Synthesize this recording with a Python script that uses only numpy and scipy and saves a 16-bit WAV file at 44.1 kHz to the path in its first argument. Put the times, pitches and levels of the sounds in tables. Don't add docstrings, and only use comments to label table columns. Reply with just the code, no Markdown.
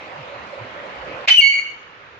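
import sys
import numpy as np
from scipy import signal
from scipy.fft import rfft, irfft, next_fast_len
from scipy.io import wavfile
from scipy.ndimage import uniform_filter1d, minimum_filter1d, map_coordinates

SR = 44100
rng = np.random.default_rng(int(sys.argv[2]) if len(sys.argv) > 2 else 0)


def gain_from_db(level_db):
    decades = np.asarray(level_db, float) / 20
    return 10 ** decades


def store_pcm(level_fs):
    pcm = np.round(np.clip(level_fs, -1, 1) * 32767).astype(np.int16)
    wavfile.write(sys.argv[1], SR, np.atleast_2d(pcm).T)


N = 96887
TIME = np.arange(N) / SR
LEFT_RIGHT = np.array([[1], [-1]])

# frequency in Hz, level in dB.
HISS_COLOUR = [(25, -36.5), (62, -13), (200, -11.5), (550, -7), (1000, -5), (2500, -10.5), (4000, -22.5),
               (7000, -39), (8300, -52.5), (9300, -95)]
# frequency in Hz, level in dB.
DUCKED_HISS_COLOUR = [(25, -20.5), (110, -4), (220, -12), (500, -3.5), (780, -8.5), (1200, -1), (2500, -4),
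                      (4000, -16), (6800, -30.5), (7800, -47.5), (8800, -94)]
# centre in Hz, width in Hz, level in dB.
HOUSING = [(535.9, 105, 9), (589, 70, -4), (119, 17.7, -23)]
# time in seconds, level in dB.
DRONE_SWELLS = [(0.0, -50), (0.024, -46.5), (0.33, -40.5), (0.392, -46), (0.41, -48.5), (0.566, -41),
                (0.598, -45), (0.672, -42), (0.726, -49), (0.754, -42.5), (1.012, -44), (1.026, -42),
                (1.228, -42), (1.25, -51)]
# frequency in Hz, likeness from 0 to 1.
ALIKE = [(60, .72), (250, .76), (600, .8), (1500, .2), (4000, .17), (8000, .1)]
# frequency in Hz, left over right in dB.
NOISE_BALANCE = [(60, 0.5), (110, 1.5), (200, -2.5), (380, -4), (700, -2.5), (1290, -6), (2380, 0.5),
                 (4400, 3.5), (8120, 8.5), (15000, -20)]
# time in seconds, length in seconds, pitch in Hz, level in dB.
BUMPS = [(0.192, 0.048, 125, -44), (0.367, 0.036, 110, -48.5), (0.639, 0.049, 115, -47),
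         (0.999, 0.12, 62, -53), (1.144, 0.0108, 129.7, -42.5)]
# frequency in Hz, seconds to fall by 60 dB.
ROOM_DECAY = [(500, 0.09), (2200, 0.56), (3000, 0.697), (4400, 0.462), (6000, 0.738), (12000, 0.27)]
# time in seconds, pitch in Hz, tone in dB, breath in dB.
RASP = [(1.273, 2300, -39.5, -45.5), (1.276, 2400, -20, -25.5), (1.285, 2700, -14.5, -9),
        (1.292, 3150, -12.5, -11), (1.296, 3250, -31.5, -10.5), (1.308, 3200, -51, -16.5),
        (1.35, 3210, -56.5, -30.5), (1.366, 3200, -72, -54)]
# frequency in Hz, level in dB.
BREATH_COLOUR = [(350, -36.5), (680, -11.5), (1400, -10.5), (2300, 6), (3300, -4.5), (4800, -8.5),
                 (7500, -21), (9300, -59.5), (10000, -100)]
# time in seconds, pitch in Hz, level in dB, left over right in dB.
HIGH_NOTE = [(1.301, 3130, -24, 0), (1.309, 3048, -9, -1), (1.322, 3030, -8, -3), (1.34, 3018, -21, -3),
             (1.352, 3010, -14, -1), (1.369, 2975, -16, -3), (1.383, 2858, -7.5, 11),
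             (1.403, 2812, -6.5, 10), (1.411, 2805, -18, 4)]
# time in seconds, pitch in Hz, level in dB, left over right in dB.
LOW_NOTE = [(1.408, 2347, -22, -3.5), (1.418, 2215, -15.5, -4.5), (1.442, 2204, -14, -20),
            (1.462, 2217, -17.5, -16), (1.48, 2228, -12.5, -6), (1.495, 2214, -24.5, -4),
            (1.545, 2242, -23, 9), (1.6, 2214, -25.5, 10.5), (1.635, 2181, -39.5, 4.5)]
# multiple of the pitch, level against the fundamental in dB.
HIGH_OVERTONES = [(2, -21.5), (3, -37.5), (4, -42.5), (5, -47)]
# multiple of the pitch, level against the fundamental in dB.
LOW_OVERTONES = [(1.84, -31), (2, -9), (3, -22.5), (4, -38.5), (5, -49), (6, -57), (7, -61.5)]
# frequency in Hz, lead in radians.
LEFT_LEAD = [(1, 0), (600, .4), (900, 1.3), (1460, 3.9), (2410, 6.7), (3100, 7.9), (4050, 12.6),
             (16000, 30)]
# time in seconds, gain in dB.
SUPPRESSOR = [(1.352, -1), (1.37, -9), (1.425, -1), (1.44, -10), (1.515, -5.5), (1.545, 2)]

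HISS_DB, DUCKED_HISS_DB, DRONE_DB, SWELL_DB_PER_S = -34.5, -44.5, -46.5, 0.13
DUCK_S, DUCK_FALL_S = 1.257, 0.0032
ECHO_DB, WALL_DELAY_S, ECHO_BUILD_S = -9.5, 0.015, 0.0065
PULSES_HZ, PULSE_DEPTH, PITCH_SCATTER_HZ = 330, 0.433, 151.03
BREATH_DB, RASP_OCTAVE_DB, UNDERTONE_DB = -1.5, -22.5, -15
SPIT_DB, SPIT_END_S, SPIT_HZ = -46, 1.314, 8000
SECOND_HZ, SECOND_RISE_HZ_PER_S = 2018.8, 35000
SECOND_S, SECOND_LEN_S, SECOND_DB = 1.298, 0.003, -20.5
FLUTTER_DB, QUIVER_HZ = 1.2, 6
FUZZ, FUZZ_GROWS_S, FUZZ_LATE = 0.07, 1.49, 0.55
HIGH_STRAIN_DB = -11.5
THIN_FROM, THIN, SMEAR = 5, 2.2, 1.5
BEAK_OPENS_S, OPENING_S = 1.306, 0.008
RIGHT_TOP_HZ = 6100
SUPPRESSOR_TOP_HZ = 1944
INPUT_TOP, KNEE, THUMP_DB = 0.969, 12, -6
CEILING, HOLD_S = 0.93, 0.006
SELF_NOISE_DB, TOP_HZ = -96, 15600


def unit(x):
    return x / np.sqrt(np.mean(x ** 2) + 1e-20)


def along(points, hz):
    f, v = np.transpose(points)
    return np.interp(np.log(hz + 1), np.log(f + 1), v)


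def curves(rows):
    s, *columns = np.transpose(rows)
    active = np.clip(np.minimum(TIME - s[0], s[-1] - TIME) / 0.003, 0, 1)
    return [np.interp(TIME, s, column) for column in columns] + [active]


def wobble(rate):
    return map_coordinates(rng.standard_normal(size=2048), [np.arange(N) * rate / SR], mode="wrap")


def running_phase(hz):
    return 2 * np.pi * np.cumsum(hz) / SR


def filtered(x, response):
    m = next_fast_len(N + SR // 2)
    return irfft(rfft(x, m) * response(np.fft.rfftfreq(m, 1 / SR)), m)[..., :N]


def rush(gain, patchy_db):
    z = signal.stft(rng.standard_normal((2, N)), nperseg=512)[2]
    patches = uniform_filter1d(rng.standard_normal(z.shape[1:]), 6, 0)
    patches = unit(uniform_filter1d(patches, 12, 1))
    pair = signal.istft(z * gain_from_db(patchy_db * patches), nperseg=512)[1][:, :N]

    def spread(hz):
        turn = np.arccos(np.clip(along(ALIKE, hz), -1, 1)) / 2
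        return gain(hz) * [np.cos(turn), np.sin(turn)]

    mid, side = filtered(pair, spread)
    lean = lambda hz: gain_from_db(along(NOISE_BALANCE, hz) / 2 * LEFT_RIGHT)
    return unit(filtered(np.array([mid + side, mid - side]), lean))


def housing(hz):
    return sum(gain_from_db(db) * hz * width / np.hypot(centre * centre - hz * hz, hz * width)
               for centre, width, db in HOUSING) ** 2


def hiss():
    before = np.clip((DUCK_S - TIME) / DUCK_FALL_S + 1, 0, 1)
    swell_db = curves(DRONE_SWELLS)[0]
    air_db = HISS_DB + SWELL_DB_PER_S * TIME + 0.62 * wobble(4.09)
    air = gain_from_db(air_db) * rush(lambda hz: gain_from_db(along(HISS_COLOUR, hz)), patchy_db=1.6)
    drone_db = DRONE_DB + 1.71 * (swell_db - swell_db.mean())
    drone = gain_from_db(drone_db) * rush(housing, patchy_db=2.0)
    ducked_db = DUCKED_HISS_DB + 0.55 * wobble(2.1)
    ducked = gain_from_db(ducked_db) * rush(lambda hz: gain_from_db(along(DUCKED_HISS_COLOUR, hz)), patchy_db=0.5)
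    return before * (air + drone) + (1 - before) * ducked


def bumps():
    total = np.zeros(N)
    for s, length, hz, db in BUMPS:
        swell = gain_from_db(db + 4.1 * wobble(27)) * np.exp(-((TIME - s) / length) ** 2)
        total += swell * np.sin(running_phase(hz * (1 + 0.16 * wobble(45))))
    return total * np.sqrt(2)


def room(x):
    hz, t, z = signal.stft(rng.standard_normal((2, SR)), SR, nperseg=256)
    shape = (1 - np.exp(-t / ECHO_BUILD_S)) * gain_from_db(-60 * t / along(ROOM_DECAY, hz)[:, None])
    tail = signal.istft(z * shape, SR, nperseg=256)[1]
    tail = tail / np.linalg.norm(tail[0])
    delayed = np.pad(x, (int(WALL_DELAY_S * SR), 0))
    return signal.fftconvolve(delayed[None], tail, axes=1)[:, :N]


def second_voice():
    joins = np.exp(-((TIME - SECOND_S) / SECOND_LEN_S) ** 2)
    rising_hz = SECOND_HZ + SECOND_RISE_HZ_PER_S * (TIME - SECOND_S)
    phase = running_phase(rising_hz + 60 * wobble(300))
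    return gain_from_db(SECOND_DB) * joins * (np.sin(phase) + gain_from_db(-3.5) * np.sin(2 * phase))


def rasp_breath():
    breath = unit(filtered(rng.standard_normal((2, N)), lambda hz: gain_from_db(along(BREATH_COLOUR, hz))))
    spit = unit(filtered(rng.standard_normal((2, N)), lambda hz: hz > SPIT_HZ))
    return breath + gain_from_db(SPIT_DB) * spit * np.clip((SPIT_END_S - TIME) / 0.004, 0, 1)


def rasp():
    pitch, level_db, breath_db, on = curves(RASP)
    pulses = 1 + PULSE_DEPTH * np.sin(running_phase(PULSES_HZ * gain_from_db(2.0 * wobble(120))))
    phase = running_phase(pitch + PITCH_SCATTER_HZ * wobble(700))
    octave = gain_from_db(RASP_OCTAVE_DB) * pulses * np.sin(2 * phase)
    undertone = gain_from_db(UNDERTONE_DB) * np.sin(phase / 4)
    tone = np.sin(phase) + octave + undertone
    voice = np.sqrt(2) * (gain_from_db(level_db) * pulses * tone + second_voice())
    return on * (voice + gain_from_db(breath_db + BREATH_DB) * pulses * rasp_breath())


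def whistle(rows, overtones, strain_db):
    pitch, level_db, pan_db, on = curves(rows)
    phase = running_phase(pitch + QUIVER_HZ * wobble(90))
    fuzz = FUZZ + FUZZ_LATE * np.clip((TIME - FUZZ_GROWS_S) / 0.04, 0, 1)
    hoarse = lambda: 1 + fuzz * np.array([wobble(330), wobble(330)])
    upper = 0
    for multiple, db in overtones:
        over = max(multiple - THIN_FROM, 0)
        thin = gain_from_db(THIN * (level_db - level_db.max()) * (over > 0))
        smear = 1 + SMEAR * over * wobble(600)
        strength = gain_from_db(db + 2.0 * wobble(40.56)) * hoarse() * thin * smear
        upper = upper + strength * np.sin(multiple * phase)
    upper = upper * np.clip((TIME - BEAK_OPENS_S) / OPENING_S, 0, 1)
    fundamental = gain_from_db(pan_db * LEFT_RIGHT / 2) * hoarse() * np.sin(phase)
    wave = fundamental + gain_from_db(np.minimum(strain_db - level_db, 0)) * upper
    return np.sqrt(2) * on * gain_from_db(level_db + FLUTTER_DB * wobble(70.475)) * wave


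def ports(pair):
    def response(hz):
        lead = np.exp(0.5j * along(LEFT_LEAD, hz) * LEFT_RIGHT)
        return lead * [hz ** 0, 0.045 + 1 / (1 + (hz / RIGHT_TOP_HZ) ** 12)]

    return filtered(pair, response)


def scene():
    call = rasp() + whistle(HIGH_NOTE, HIGH_OVERTONES, HIGH_STRAIN_DB) + whistle(LOW_NOTE, LOW_OVERTONES, 0)
    echo = gain_from_db(ECHO_DB) * room(unit(call.sum(0)) * np.std(call))
    return ports(call + echo + hiss() + bumps())


def limited(x):
    span = int(HOLD_S * SR)
    need = minimum_filter1d(np.minimum(1, CEILING / (np.abs(x) + 1e-9)), 2 * span)
    return x * uniform_filter1d(uniform_filter1d(need, span), span)


def top_cut(x):
    return signal.sosfilt(signal.butter(12, 15900, fs=SR, output="sos"), x)


def record(dry):
    low = filtered(dry, lambda hz: 1 / (1 + (hz / SUPPRESSOR_TOP_HZ) ** 16))
    x = dry + low * (gain_from_db(curves(SUPPRESSOR)[0]) - 1)
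    tops = [[INPUT_TOP], [10 * INPUT_TOP]]
    soft = x / (1 + np.abs(x / tops) ** KNEE) ** (1 / KNEE)
    overload = np.abs(x - soft) * [[1], [0]] * (TIME > SUPPRESSOR[0][0])
    thump = filtered(overload, lambda hz: (hz > 25) / (1 + (hz / 250) ** 4))
    self_noise = gain_from_db(SELF_NOISE_DB) * rng.standard_normal(dry.shape)
    loud = limited(soft + gain_from_db(THUMP_DB) * thump + self_noise)
    mix = filtered(loud, lambda hz: 1 / (1 + (hz / TOP_HZ) ** 200))
    return top_cut(mix)


dry = scene()
out = record(dry)
store_pcm(out)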